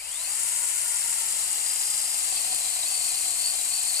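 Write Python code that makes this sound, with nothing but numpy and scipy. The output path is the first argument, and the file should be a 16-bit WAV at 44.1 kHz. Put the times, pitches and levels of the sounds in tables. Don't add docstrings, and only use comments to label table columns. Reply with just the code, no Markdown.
import sys
import numpy as np
from scipy import signal
from scipy.fft import rfft, irfft
from scipy.io import wavfile

SR = 44100
rng = np.random.default_rng(int(sys.argv[2]) if len(sys.argv) > 2 else 0)


def dump(signal):
    limited = np.clip(np.atleast_2d(signal).T, -1, 1)
    pcm = np.round(limited * 32767).astype(np.int16)
    wavfile.write(sys.argv[1], SR, pcm)


N = 176400

# centre_s, speed_lost_rps (turns per second), growl_db
SNAGS = [(2.34, 0, -59), (2.38, -1, -53), (2.446, 13.5, -64), (2.512, 9, -48), (2.617, 25, -59),
         (2.675, 15.5, -57), (2.765, 18.5, -79), (2.836, 30, -52), (3.134, 10.5, -78), (3.604, 12.5, -75),
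         (3.94, 18, -65.5)]


def amp(db):
    return 10 ** (np.asarray(db) / 20)


def unit(x):
    return x / np.sqrt(np.mean(abs(x) ** 2) + 1e-20)


def curve(points):
    return np.interp(np.arange(N) / SR, *np.transpose(points))


def spectrum(points):
    hz, value = np.transpose(points)
    return np.interp(np.log(np.fft.rfftfreq(N, 1 / SR) + 1), np.log(hz + 1), value)


def swell(centre_s, width_s):
    return np.exp(-.5 * ((np.arange(N) / SR - centre_s) / width_s) ** 2)


def wander(rate_hz):
    rolloff = 1 + (np.fft.rfftfreq(N, 1 / SR) / rate_hz) ** 2
    return unit(irfft(rfft(rng.standard_normal(N)) / rolloff, N))


def tone(cycles, fuzz, width_hz):
    smear = unit(wander(width_hz) + 1j * wander(width_hz))
    return np.sqrt(2) * np.exp(2j * np.pi * cycles) * (np.sqrt(1 - fuzz) + np.sqrt(fuzz) * smear)


def impacts(sizes_db, per_s, decay_s):
    hits = amp(sizes_db) * (rng.random(N) < per_s / SR)
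    return signal.lfilter([1], [1, -np.exp(-1 / (decay_s * SR))], hits ** 2)


def resonate(sound, body):
    return irfft(rfft(sound) * amp(spectrum(body)), N)


def radiate(force, colour):
    # freq_hz, coherence
    likeness = [(20, 0.9), (150, 1), (350, 0.96), (480, 0.78), (950, 0.97), (1150, 0.063), (1400, 0.55),
                (2500, 0.97), (2750, 0.073), (3150, 0.038), (3500, 1), (4000, 0.11), (4400, 0.13),
                (4800, 0.11), (5250, 0.13), (5550, 0.57), (6000, 0.2), (6500, 0.56), (7300, 0.31),
                (8000, 0.25), (9800, 0.15), (11000, 0.11)]
    # freq_hz, left_over_right_db
    balance = [(60, 0), (550, 0), (780, -1.5), (950, 1.5), (1130, 7.5), (1400, -4.5), (2100, 3), (2550, 4),
               (3050, 6), (3500, -0.5), (4400, -0.5), (5500, -.5), (5900, 5), (6300, 6), (6900, 0.5),
               (7450, 10), (8000, 3), (8750, 15.5), (9700, 6.5), (10600, 8), (12000, 4), (14000, 10.5)]
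    # freq_hz, right_lag_rad
    lag = [(0, 0), (1050, 0), (1200, -1.6), (1450, 0), (2600, -.2), (2850, -1.5), (3500, -3), (4100, -2.4),
           (4450, -1), (5600, 0), (6800, -.3), (7800, -.9), (8300, -2), (9800, -2.9)]
    left, separate = rfft(force * rng.standard_normal((2, N)))
    shared, pan = np.clip(spectrum(likeness), 0, 1), amp(spectrum(balance) / 2)
    right = (shared * left + np.sqrt(1 - shared ** 2) * separate) * np.exp(-1j * spectrum(lag))
    return unit(irfft(np.array([left * pan, right / pan]) * amp(spectrum(colour)), N))


def open_air():
    # freq_hz, relative_db
    rumble = [(10, 2.5), (38, 2.5), (70, 2.5), (130, -4), (250, -24.5), (600, -37), (2000, -34)]
    return amp(-64.5) * radiate(1, rumble)


def motor(turns, speed, spin_octaves, load):
    bars, resonance_hz, width_hz = 8, 2620, 230
    hum = amp(-69 + 2 * load ** 2 + 13 * spin_octaves) * tone(turns, fuzz=0.12, width_hz=11).real
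    resonance = 1 / np.hypot(1, 2 * (bars * speed - resonance_hz) / width_hz)
    commutator = tone(bars * turns, fuzz=0.41, width_hz=31).real
    return hum + amp(-51 + 2.5 * load) * resonance * commutator


def sprocket(turns, spin_octaves, load):
    # free_db, loaded_db
    harmonics = [(-56, -61.5), (-56.5, -65.5), (-57.5, -69)]
    # freq_hz, gain_db
    cover = [(450, -12), (660, -4.5), (770, 0), (860, 0.5), (960, 2), (1150, 2.5), (1420, -0.5),
             (1900, -4.5)]
    links_per_turn, rasp_share, buzz = 1.18, 0.89 * np.sqrt(load), 0
    for k, (free_db, loaded_db) in enumerate(harmonics, 2):
        cycles = k * links_per_turn * turns
        smooth = np.sqrt(1 - rasp_share) * tone(cycles, fuzz=0.39, width_hz=34)
        rough = np.sqrt(rasp_share) * tone(cycles, fuzz=0.96, width_hz=67)
        buzz = buzz + amp(free_db + (loaded_db - free_db) * load) * (smooth + rough).real
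    return resonate(buzz * amp(6.5 * spin_octaves), cover)


def chain_slaps():
    # start_s, level_db
    slaps = [(0.688, -23), (.994, -25), (2.253, -25), (2.545, -22), (3.613, -27), (3.751, -26.5),
             (3.907, -23.5)]
    # freq_hz, relative_db
    ring = [(1000, -24.5), (3500, -20), (5000, -10), (6200, -5), (7400, -11), (9200, 2), (11000, -9),
            (14300, -24)]
    t, decay_s = np.arange(N) / SR, .0025
    force = sum(amp(db) * (t >= start) * np.exp(-abs(t - start) / decay_s) for start, db in slaps)
    return force * radiate(1, ring)


def cutters(load):
    # freq_hz, relative_db
    wood = [(200, -26), (390, -27), (480, -10.5), (620, -15.5), (750, 3.5), (880, -21), (1300, -31.5),
            (2500, -58)]
    # freq_hz, relative_db
    kerf = [(1500, -23.5), (2200, -15), (2900, -25), (3300, -5), (3750, -11), (4050, -4), (4500, -5.5),
            (4750, -6), (5000, -5), (5400, -11), (6500, -26.5)]
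    wood_gain, scrape_gain = amp(-54.5), amp(-42)
    strokes_db = 1.5 * np.clip(rng.standard_normal(N), -2, 2)
    force = unit(np.sqrt(impacts(strokes_db, per_s=270, decay_s=0.0026) + 1e-12))
    snagged = sum(amp(db) * swell(at, width_s=0.016) for at, _, db in SNAGS)
    growl = radiate(force, wood) * (wood_gain * load + snagged)
    scrape = radiate(force, kerf) * scrape_gain * (load ** 0.14 + 0.45 * snagged / wood_gain)
    return growl + scrape


def gear(turns, speed, load):
    # time_s, level_db
    gear_level = [(0, -48), (.09, -53), (.15, -46), (.19, -49), (.33, -44.5), (.4, -57), (.8, -58), (1.08, -49),
                  (1.28, -56), (1.62, -52), (1.67, -43.5), (2.14, -44), (2.24, -50), (2.38, -41), (2.48, -47),
                  (2.6, -43), (2.82, -44), (2.94, -38), (3.01, -41), (3.07, -37.5), (3.13, -42), (3.18, -39),
                  (3.26, -42), (3.37, -42), (3.44, -35.5), (3.51, -36.5), (3.55, -44), (3.69, -46), (3.75, -35.5),
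                  (3.83, -43), (3.88, -38), (3.93, -43), (3.97, -35), (4, -36)]
    # free_db, loaded_db, left_over_right_db, right_lag_rad
    partials = [(4, -0.5, 1, 1.33), (-8.5, 0.5, 9, 0.79)]
    # freq_hz, gain_db
    case = [(3600, -8), (4000, 9), (4200, -8), (4420, 6), (4600, 5), (4760, -49), (4980, 14), (5200, 9),
            (5600, 8), (6200, -15), (7600, -1), (8100, -2), (8400, 1), (8800, -1), (9500, -6), (11000, -25)]
    teeth, stall_onset_rps, stall_span_rps = 14, 314, 18
    stalling = np.clip((stall_onset_rps - speed) / stall_span_rps, 0, 1)
    chatter_share = np.clip((.42 + stalling) * load ** 2, 0, 1)
    mix = 0
    for k, (free_db, loaded_db, pan_db, lag) in enumerate(partials, 1):
        mesh = k * teeth * turns
        pan = np.array([[amp(pan_db / 2)], [amp(-pan_db / 2) * np.exp(-1j * lag)]])
        whine = (pan * tone(mesh, fuzz=.5 - .15 * load, width_hz=80)).real
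        chatter = resonate((pan * tone(mesh, fuzz=0.97, width_hz=220)).real, case)
        blend = np.sqrt(1 - chatter_share) * whine + np.sqrt(chatter_share) * chatter
        mix = mix + amp(free_db + (loaded_db - free_db) * load) * blend
    flutter_db = 0.5 * load * wander(rate_hz=34)
    return mix * amp(curve(gear_level) + flutter_db)


def link_force():
    clack_share, sizes_db = 0.41, 2.5 * np.minimum(rng.exponential(1, N), 4.5)
    clacks = impacts(sizes_db, per_s=590, decay_s=0.0021)
    return np.sqrt(1 - clack_share + clack_share * clacks / clacks.mean())


def chain(spin_octaves, load):
    # freq_hz, relative_db
    bar = [(5300, -35), (6300, -11.5), (6750, -4), (7150, 1.5), (7450, 0.5), (8000, 3.5), (8400, 1),
           (8750, -1.7), (9200, 0), (9800, -4), (10400, -7), (11200, -23), (14300, -33)]
    # freq_hz, relative_db
    slack = [(1000, -27), (1500, -13.5), (1800, -7), (2100, -5.5), (2400, -12), (2850, -14), (3200, -56),
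             (8300, -28), (9100, -5), (9550, 7), (9900, 5.5), (10400, -15), (11200, -38)]
    # freq_hz, relative_db
    groove = [(4800, -24), (5650, 8), (6300, -1), (9000, 1), (10800, 2), (12300, 4.5), (14300, -3)]
    # freq_hz, relative_db
    plastic = [(200, -26), (400, -18.5), (540, -6.5), (800, -3), (1130, -3.5), (1550, -7.5), (1850, -3.5),
               (2100, 2), (2330, -3.5), (2560, 1), (2850, 4.5), (3100, -0.5), (3500, 2), (3900, 0.5),
               (4400, 3), (4900, 7), (5350, -3), (6500, -31)]
    rattle = radiate(link_force(), bar) * amp(-26)
    jangle = radiate(link_force(), slack) * amp(-34) * (1 - load) ** 0.77
    hiss = radiate(link_force(), groove) * amp(-33.5)
    housing = radiate(np.sqrt(link_force()), plastic) * amp(-39 + 4 * spin_octaves)
    return (rattle + jangle + hiss) * amp(8 * spin_octaves) + housing


def scene():
    # time_s, speed_rps
    motor_speed = [(0, 165), (.05, 184), (.15, 249), (.3, 338), (.4, 387), (.5, 402), (.8, 404), (1.1, 396),
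                   (1.3, 376), (1.5, 356), (1.6, 350), (1.68, 356), (1.85, 354), (2.15, 353), (2.28, 341),
                   (2.34, 324), (2.38, 325), (2.43, 311), (2.52, 318), (2.58, 315), (2.66, 305),
                   (2.76, 306), (2.86, 319), (2.95, 325), (3.02, 314), (3.07, 322), (3.12, 306),
                   (3.18, 318), (3.25, 310), (3.36, 309), (3.44, 316), (3.51, 317), (3.57, 308),
                   (3.66, 304), (3.76, 321), (3.83, 311), (3.88, 318), (3.92, 313), (4, 321)]
    free_rps, full_sag_rps, reference_rps, bite_s = 402, 94.3, 435, 1.0
    speed, cutting = curve(motor_speed), np.arange(N) / SR > bite_s
    load = np.clip((free_rps - speed) / full_sag_rps, 0, 1) * cutting
    spin_octaves = np.log2(np.maximum.accumulate(speed) / reference_rps)
    speed = speed - sum(lost * swell(at, width_s=.011) for at, lost, _ in SNAGS)
    waver = (.002 + .009 * load ** 2) * wander(rate_hz=38)
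    turns = np.cumsum(speed * (1 + waver)) / SR
    drive = sprocket(turns, spin_octaves, load) + motor(turns, speed, spin_octaves, load)
    drive = drive + gear(turns, speed, load)
    return drive + chain(spin_octaves, load) + chain_slaps() + cutters(load) + open_air()


def record(dry):
    cutoff_hz = 14400
    lowpass = signal.firwin(701, cutoff_hz, window=("kaiser", 9), fs=SR)
    return signal.oaconvolve(dry, lowpass[None], "same")


dry = scene()
out = record(dry)
dump(out)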